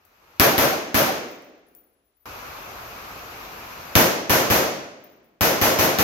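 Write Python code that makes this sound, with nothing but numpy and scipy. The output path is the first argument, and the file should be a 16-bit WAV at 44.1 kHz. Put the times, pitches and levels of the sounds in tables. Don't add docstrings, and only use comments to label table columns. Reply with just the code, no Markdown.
import sys
import numpy as np
from scipy import signal
from scipy.io import wavfile
from scipy.ndimage import uniform_filter1d

SR = 44100
rng = np.random.default_rng(int(sys.argv[2]) if len(sys.argv) > 2 else 0)


def pcm_store(signal):
    levels = np.round(np.clip(np.atleast_2d(signal), -1, 1) * 32767)
    wavfile.write(sys.argv[1], SR, levels.astype(np.int16).T)


def makeup_ratio(level_db):
    decades = np.asarray(level_db, float) / 20
    return 10 ** decades


N = 265923
MOVE_S = 2.256

# frequency in Hz, level in dB.
BURIED_COLOUR = [(24, -28.5), (40, 9), (171, -11), (305, -5.5), (670, -4), (884, -9.5), (1220, -6.5),
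                 (1400, -9), (6600, -21), (10000, -27.5), (13000, -59), (22000, -120)]
# frequency in Hz, level in dB.
RAIN_COLOUR = [(15, -52), (25, -6.5), (64, 1), (104, -3), (133, -7.5), (261, -6.5), (572, -2.5),
               (1250, 0.5), (1930, -8), (2520, -5), (3220, -13), (6310, -15), (8730, -31.5), (13100, -17.5),
               (15800, -32.5)]
# frequency in Hz, correlation from -1 to 1.
RAIN_SAME = [(60, 0.96), (130, 0.94), (290, 0.82), (640, 0.4), (1410, -0.09), (3100, 0.01), (6820, -0.01),
             (15000, -0.0)]
# frequency in Hz, left minus right in dB.
RAIN_LEAN = [(60, 1.5), (110, 1.0), (200, 1.0), (380, 1.5), (700, 1.0), (1290, 1.0), (2380, 1.0),
             (4400, 0.0), (8120, 2.0), (15000, 14.0)]
# frequency in Hz, correlation from -1 to 1.
BLAST_SAME = [
    [(60, 0.48), (130, 0.78), (290, 0.76), (640, 0.53), (1410, -0.09), (3100, 0.01), (6820, 0.0), (15000, -0.0)],
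    [(60, 0.48), (130, 0.83), (290, 0.74), (640, 0.51), (1410, -0.14), (3100, 0.0), (6820, -0.06), (15000, 0.01)],
]
# frequency in Hz, left minus right in dB.
BLAST_LEAN = [
    [(60, 0.5), (110, -1.0), (200, -0.5), (380, 0.0), (700, 0.5), (1290, 0.0), (2380, 0.0), (4400, 0.0), (8120, 4.5), (15000, 11.0)],
    [(60, 1.0), (110, 0.0), (200, -0.5), (380, 0.5), (700, 0.5), (1290, 0.5), (2380, 0.0), (4400, -1.0), (8120, 1.5), (15000, 6.0)],
]
# start in seconds, knock level in dB, ring level in dB.
CASES = [(0.0508, -45, -76), (1.1645, -37, -52), (1.2835, -52.5, -50), (1.316, -53, -63),
         (1.4222, -49, -71.5), (1.4437, -57.5, -59), (1.5774, -80, -72), (1.6671, -62, -73),
         (1.6857, -56, -65), (1.75, -41, -43), (1.763, -52, -62), (2.045, -69.5, -71), (2.168, -80, -67),
         (2.1969, -80, -65), (5, -73, -71), (5.0395, -50, -50), (5.1204, -70.5, -71), (5.23, -64, -75),
         (5.244, -54.5, -66)]
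# start in seconds, level in dB.
FLAT_LANDINGS = [
    (1.6671, -68.5),
    (1.75, -76),
    (2.045, -78),
    (2.168, -78),
    (5.244, -90),
]
# frequency in Hz, t60 in seconds, split as a share of the pitch.
BRASS_MODES = [
    (14800, .4, .007),
    (10850, 2.0, .004),
]
# start in seconds, roar in dB, snap at the muzzle in dB, heave of the gas cloud in dB.
SHOTS = [
    (0.3976, -13, 1, -10),
    (0.5798, -14.5, -6.5, -15.5),
    (.9440, -14, -9, -14),
    (3.9535, -12.5, 1.5, -7.5),
    (4.2959, -13, -10.5, -16),
    (4.5011, -14, -11, -14.5),
    (5.409, -14, -11.5, -14.5),
    (5.6142, -14, -10, -15.5),
    (5.7880, -14.5, -13, -16.5),
    (5.9867, -15, -7.5, -19),
]
# frequency in Hz, level in dB per Hz.
ROAR_COLOUR = [
    [(35, -35.5), (70, -11.5), (140, -10.5), (280, -7), (550, -9), (850, -7), (1400, -6.5), (2500, -9.5), (3800, -15.5), (6400, -15.5), (7600, -26.5), (9500, -25.5), (12800, -14), (15800, -25)],
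    [(35, -30.5), (70, -12), (140, -3), (300, -6), (550, -6.5), (850, -4), (1400, -4.5), (2500, -7.5), (3800, -13), (6400, -11.5), (7600, -22.5), (9500, -22), (12800, -10.5), (15800, -20)],
]
# frequency in Hz, early extra loss in dB per second, late loss in dB per second,
# swell in dB as far roof panels answer.
ROAR_LOSS = [(40, 60.5, -13.5, 1), (112, 42.5, -10, 1), (294, 1, -3.5, 2.5), (610, -12, 8.5, 1.5),
             (890, 22.5, 8, .5), (2490, 24, 8, -2), (6800, 26.5, 24.5, -0.64), (12590, 79.5, 49.5, 2)]
# delay in seconds, left in dB, right in dB, width in milliseconds.
SLAPS = [
    [(.0003, -6, -1, .3), (.0040, 0, 4, .45), (.0085, -3, -2, .45), (.0148, -4, -1, .45), (.0178, -5, 0, .5)],
    [(.0003, -6, -2, .3), (.0045, -1, 3, .55), (.0100, -3, 4, .4), (.0168, -5, 0, .35), (.0228, -1, 2, .5)],
]
# frequency in Hz, t60 in seconds, left in dB, right in dB.
SWINGS = [
    [(248, .045, -3.5, 2), (106, 0.16, -5.5, 2)],
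    [(208, 0.021, -5, -2), (101.1, 0.16, -4, -3.5)],
]
# frequency in Hz, level in dB per Hz.
CRACK_COLOUR = [(500, -13), (1200, -5), (2700, -4), (4000, -6), (5400, -6), (8500, -22), (12500, -6),
                (15800, -13)]
# delay in seconds, frequency in Hz, length in seconds,
# level against the roar in dB.
PANELS = [
    [(.055, 430, 0.0075, -7.5), (0.073, 560, 0.017, -4.5), (0.068, 560, 0.011, -16), (0.15, 760, .015, -8), (0.082, 140, 0.018, -11.5), (0.02, 250, 0.007, -9.5)],
    [(0.0993, 530, 0.027, -9.5), (.062, 200, 0.015, -16.5), (.108, 363, 0.023, -16), (.045, 650, 0.011, -15), (0.047, 1200, 0.006, -15.5), (0.15, 570, 0.01, -15.5)],
]


def evened(x):
    return x / np.sqrt(np.mean(x ** 2) + 1e-20)


def read(points, hz):
    where, value = np.transpose(points)
    return np.interp(np.log1p(hz), np.log1p(where), value)


def add(mix, s, sound):
    part = mix[:, round(s * SR):][:, :sound.shape[1]]
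    part += sound[:, :part.shape[1]]


def steady(hz, s):
    return 0 * s


def noise_pair(length, size, colour, same, lean, shape_db):
    hop = size // 4
    frames = 4 * length // size + 5
    hz = np.fft.rfftfreq(size, 1 / SR)[:, None]
    a, b, c, d = rng.standard_normal((frames, len(hz), 4)).T
    alike = np.clip(read(same, hz), -1, 1)
    left = a + 1j * b
    right = alike * left + np.sqrt(1 - alike ** 2) * (c + 1j * d)
    z = np.array([left, right])
    z *= makeup_ratio(read(colour, hz) + shape_db(hz, np.arange(frames) * size / 4 / SR))
    inlet_db = 3.1 * np.exp(-((hz - 12900) / 1100) ** 2)
    z *= makeup_ratio(inlet_db)
    z *= makeup_ratio(np.array([.5, -.5])[:, None, None] * read(lean, hz))
    return signal.istft(z, nperseg=size, noverlap=size - hop)[1][:, :length]


def residue():
    faint = noise_pair(N, size=2048, colour=BURIED_COLOUR, same=RAIN_SAME, lean=RAIN_LEAN, shape_db=steady)
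    return makeup_ratio(-73.5) * evened(faint)


def rain_patches_db(hz, s):
    field = rng.standard_normal((len(s), len(hz))).T
    smooth = uniform_filter1d(uniform_filter1d(field, size=20, axis=0), size=6, axis=1)
    return .8 * evened(smooth)


def rain_drops():
    sizes = makeup_ratio(4.0 * np.minimum(rng.exponential(1, (N, 2)).T, 5))
    drops = sizes * (rng.random((N, 2)).T < 300 / SR)
    u = np.arange(64) / SR
    tick = np.sin(2 * np.pi * 12800 * u) * np.exp(-u / 0.00041)
    return evened(signal.oaconvolve(drops, tick[None], axes=1)[:, :N])


def rain():
    wash = evened(noise_pair(N, size=1024, colour=RAIN_COLOUR, same=RAIN_SAME, lean=RAIN_LEAN,
                             shape_db=rain_patches_db))
    wash += makeup_ratio(-35.5) * rain_drops()
    t = np.arange(N) / SR
    creeping_db = -63.5 + 29 * t
    level_db = np.where(t < MOVE_S, creeping_db, -38)
    buried = ((t > SHOTS[0][0]) & (t < MOVE_S)) | (t > SHOTS[3][0])
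    return wash * makeup_ratio(level_db) * ~buried


def ring(hz, t60, split, db):
    t = np.arange(SR) / SR
    spread, phase, size = rng.random((3, 2, 6, 1))
    pitch = hz * (1 + split * (spread - .5))
    modes = size * np.sin(2 * np.pi * (pitch * t + phase))
    return modes.sum(1) * makeup_ratio(db - 5 - 60 * t / t60)


def knock(db):
    t = np.arange(SR) / SR
    hiss = signal.lfilter([1, -.7], [1, .5, .55], rng.standard_normal((len(t), 2)).T)
    return evened(hiss) * makeup_ratio(db - 6.5) * (np.exp(-t / 0.0021) + makeup_ratio(-15.0 - 60 * t / 0.37))


def cases():
    out = np.zeros((2, N))
    high, low = BRASS_MODES
    for s, knock_db, ring_db in CASES:
        overtone = ring(15250, .15, .03, ring_db - 11)
        add(out, s, knock(knock_db) + ring(*high, ring_db) + overtone)
    for s, ring_db in FLAT_LANDINGS:
        add(out, s, ring(*low, ring_db))
    t = np.arange(N) / SR
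    lean_db = np.where(t < MOVE_S, 13.5, 10)
    return out * makeup_ratio(np.array([[.5], [-.5]]) * lean_db) * (abs(t - MOVE_S - .5) > .5)


def panels(place, scatter):
    t = np.arange(SR // 4) / SR
    port_lag = np.array([[0], [.0003]])
    out = np.zeros((2, len(t)))
    for (s, hz, length, db), jolt in zip(PANELS[place], scatter):
        hum = np.sin(2 * np.pi * hz * (t - s - port_lag))
        out += makeup_ratio(db + 0.95 * jolt) * hum * np.exp(-((t - s) / length) ** 2)
    return out * np.minimum(t / .01, 1)


def roar_loss_db(hz, s):
    where, *columns = np.transpose(ROAR_LOSS)
    early, late, swell = (np.interp(np.log1p(hz), np.log1p(where), c) for c in columns)
    answer_db = swell * s / .08 * np.exp(1 - s / 0.081)
    return answer_db - late * s - (early - late) * 0.37 * (1 - np.exp(-s / 0.21))


def fade_db(t):
    full_s, field_s, horizon_s = 0.062, 0.49, 1.06
    rise = np.interp(t, [0, .0018, .0036, .005], [-13, -3, -8.5, 0])
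    shelter = 62.5 * np.clip(t - full_s, 0, field_s - full_s)
    field = 43 * np.clip(t - field_s, 0, horizon_s - field_s)
    horizon = 95 * np.maximum(t - horizon_s, 0)
    return rise - shelter - field - horizon


def roar(place):
    end_s = 1.4
    length = round(end_s * SR)
    x = noise_pair(length, size=1024, colour=ROAR_COLOUR[place], same=BLAST_SAME[place],
                   lean=BLAST_LEAN[place], shape_db=roar_loss_db)
    t = np.arange(length) / SR
    x = x / np.std(x[:, :SR // 10]) * makeup_ratio(fade_db(t))
    return x * np.minimum(t / .0002, 1) * np.minimum((end_s - t) / .1, 1)


def swing(hz, t60, left_db, right_db):
    t = np.arange(SR // 4) / SR
    delay = np.array([[.0014], [.0008]]) * [[200 / hz], [1]]
    late = np.maximum(t - delay, 0)
    return np.sin(2 * np.pi * hz * late) * makeup_ratio(np.array([[left_db], [right_db]]) - 60 * t / t60)


def slaps(place, scatter):
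    t, out = np.arange(2000) / SR, np.zeros((2, 2000))
    for (s, left_db, right_db, ms), jolt in zip(SLAPS[place], scatter):
        u = np.maximum(t - s - .00012 * jolt, 0) * 1000 / ms
        level = makeup_ratio(np.array([[left_db], [right_db]]) + 1.5 * jolt)
        out -= level * 5 * u * (1 - u / 3) * np.exp(-u * 1.3)
    return out


def crack(place):
    hiss = noise_pair(1024, size=256, colour=CRACK_COLOUR, same=BLAST_SAME[place], lean=BLAST_LEAN[place],
                      shape_db=steady)
    t = np.arange(400) / SR
    return .55 * evened(hiss[:, 300:700]) / (1 + (t / .002) ** 6)


def rifle():
    slaps_db, thud_db = (-14.5, -8.5), (-8, 0.3)
    out = np.zeros((2, N))
    shared = [roar(0), roar(1)]
    scatter = rng.standard_normal((len(SHOTS), 8))
    before = None
    for (s, roar_db, snap_db, heave_db), jolts in zip(SHOTS, scatter):
        place = int(s > MOVE_S)
        push, thud = SWINGS[place]
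        echoes = .8 * shared[place] + .6 * roar(place)
        t = np.arange(echoes.shape[1]) / SR
        squash_db = (place == before) * -3.5 * np.exp(-t / 0.076)
        add(out, s, echoes * makeup_ratio(roar_db + squash_db))
        add(out, s, makeup_ratio(heave_db) * swing(*push))
        add(out, s, makeup_ratio(heave_db + thud_db[place]) * swing(*thud))
        add(out, s, makeup_ratio(0.67 * snap_db + slaps_db[place]) * slaps(place, jolts))
        add(out, s, makeup_ratio(roar_db) * panels(place, jolts[::-1]))
        add(out, s, makeup_ratio(snap_db) * crack(place))
        before = place
    return out


def scene():
    return residue() + rain() + cases() + rifle()


def low_pass(x):
    return signal.sosfilt(signal.butter(12, 16880, fs=SR, output="sos"), x)


def record(dry):
    thin = signal.sosfilt(signal.butter(3, 40, "high", fs=SR, output="sos"), dry)
    rounded = thin / (1 + (abs(thin) / .77) ** 4) ** .25
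    edge = signal.firwin(255, 15900, window=("kaiser", 7), fs=SR)
    mix = signal.oaconvolve(rounded, edge[None], "same", axes=1)
    return low_pass(mix)


dry = scene()
out = record(dry)
pcm_store(out)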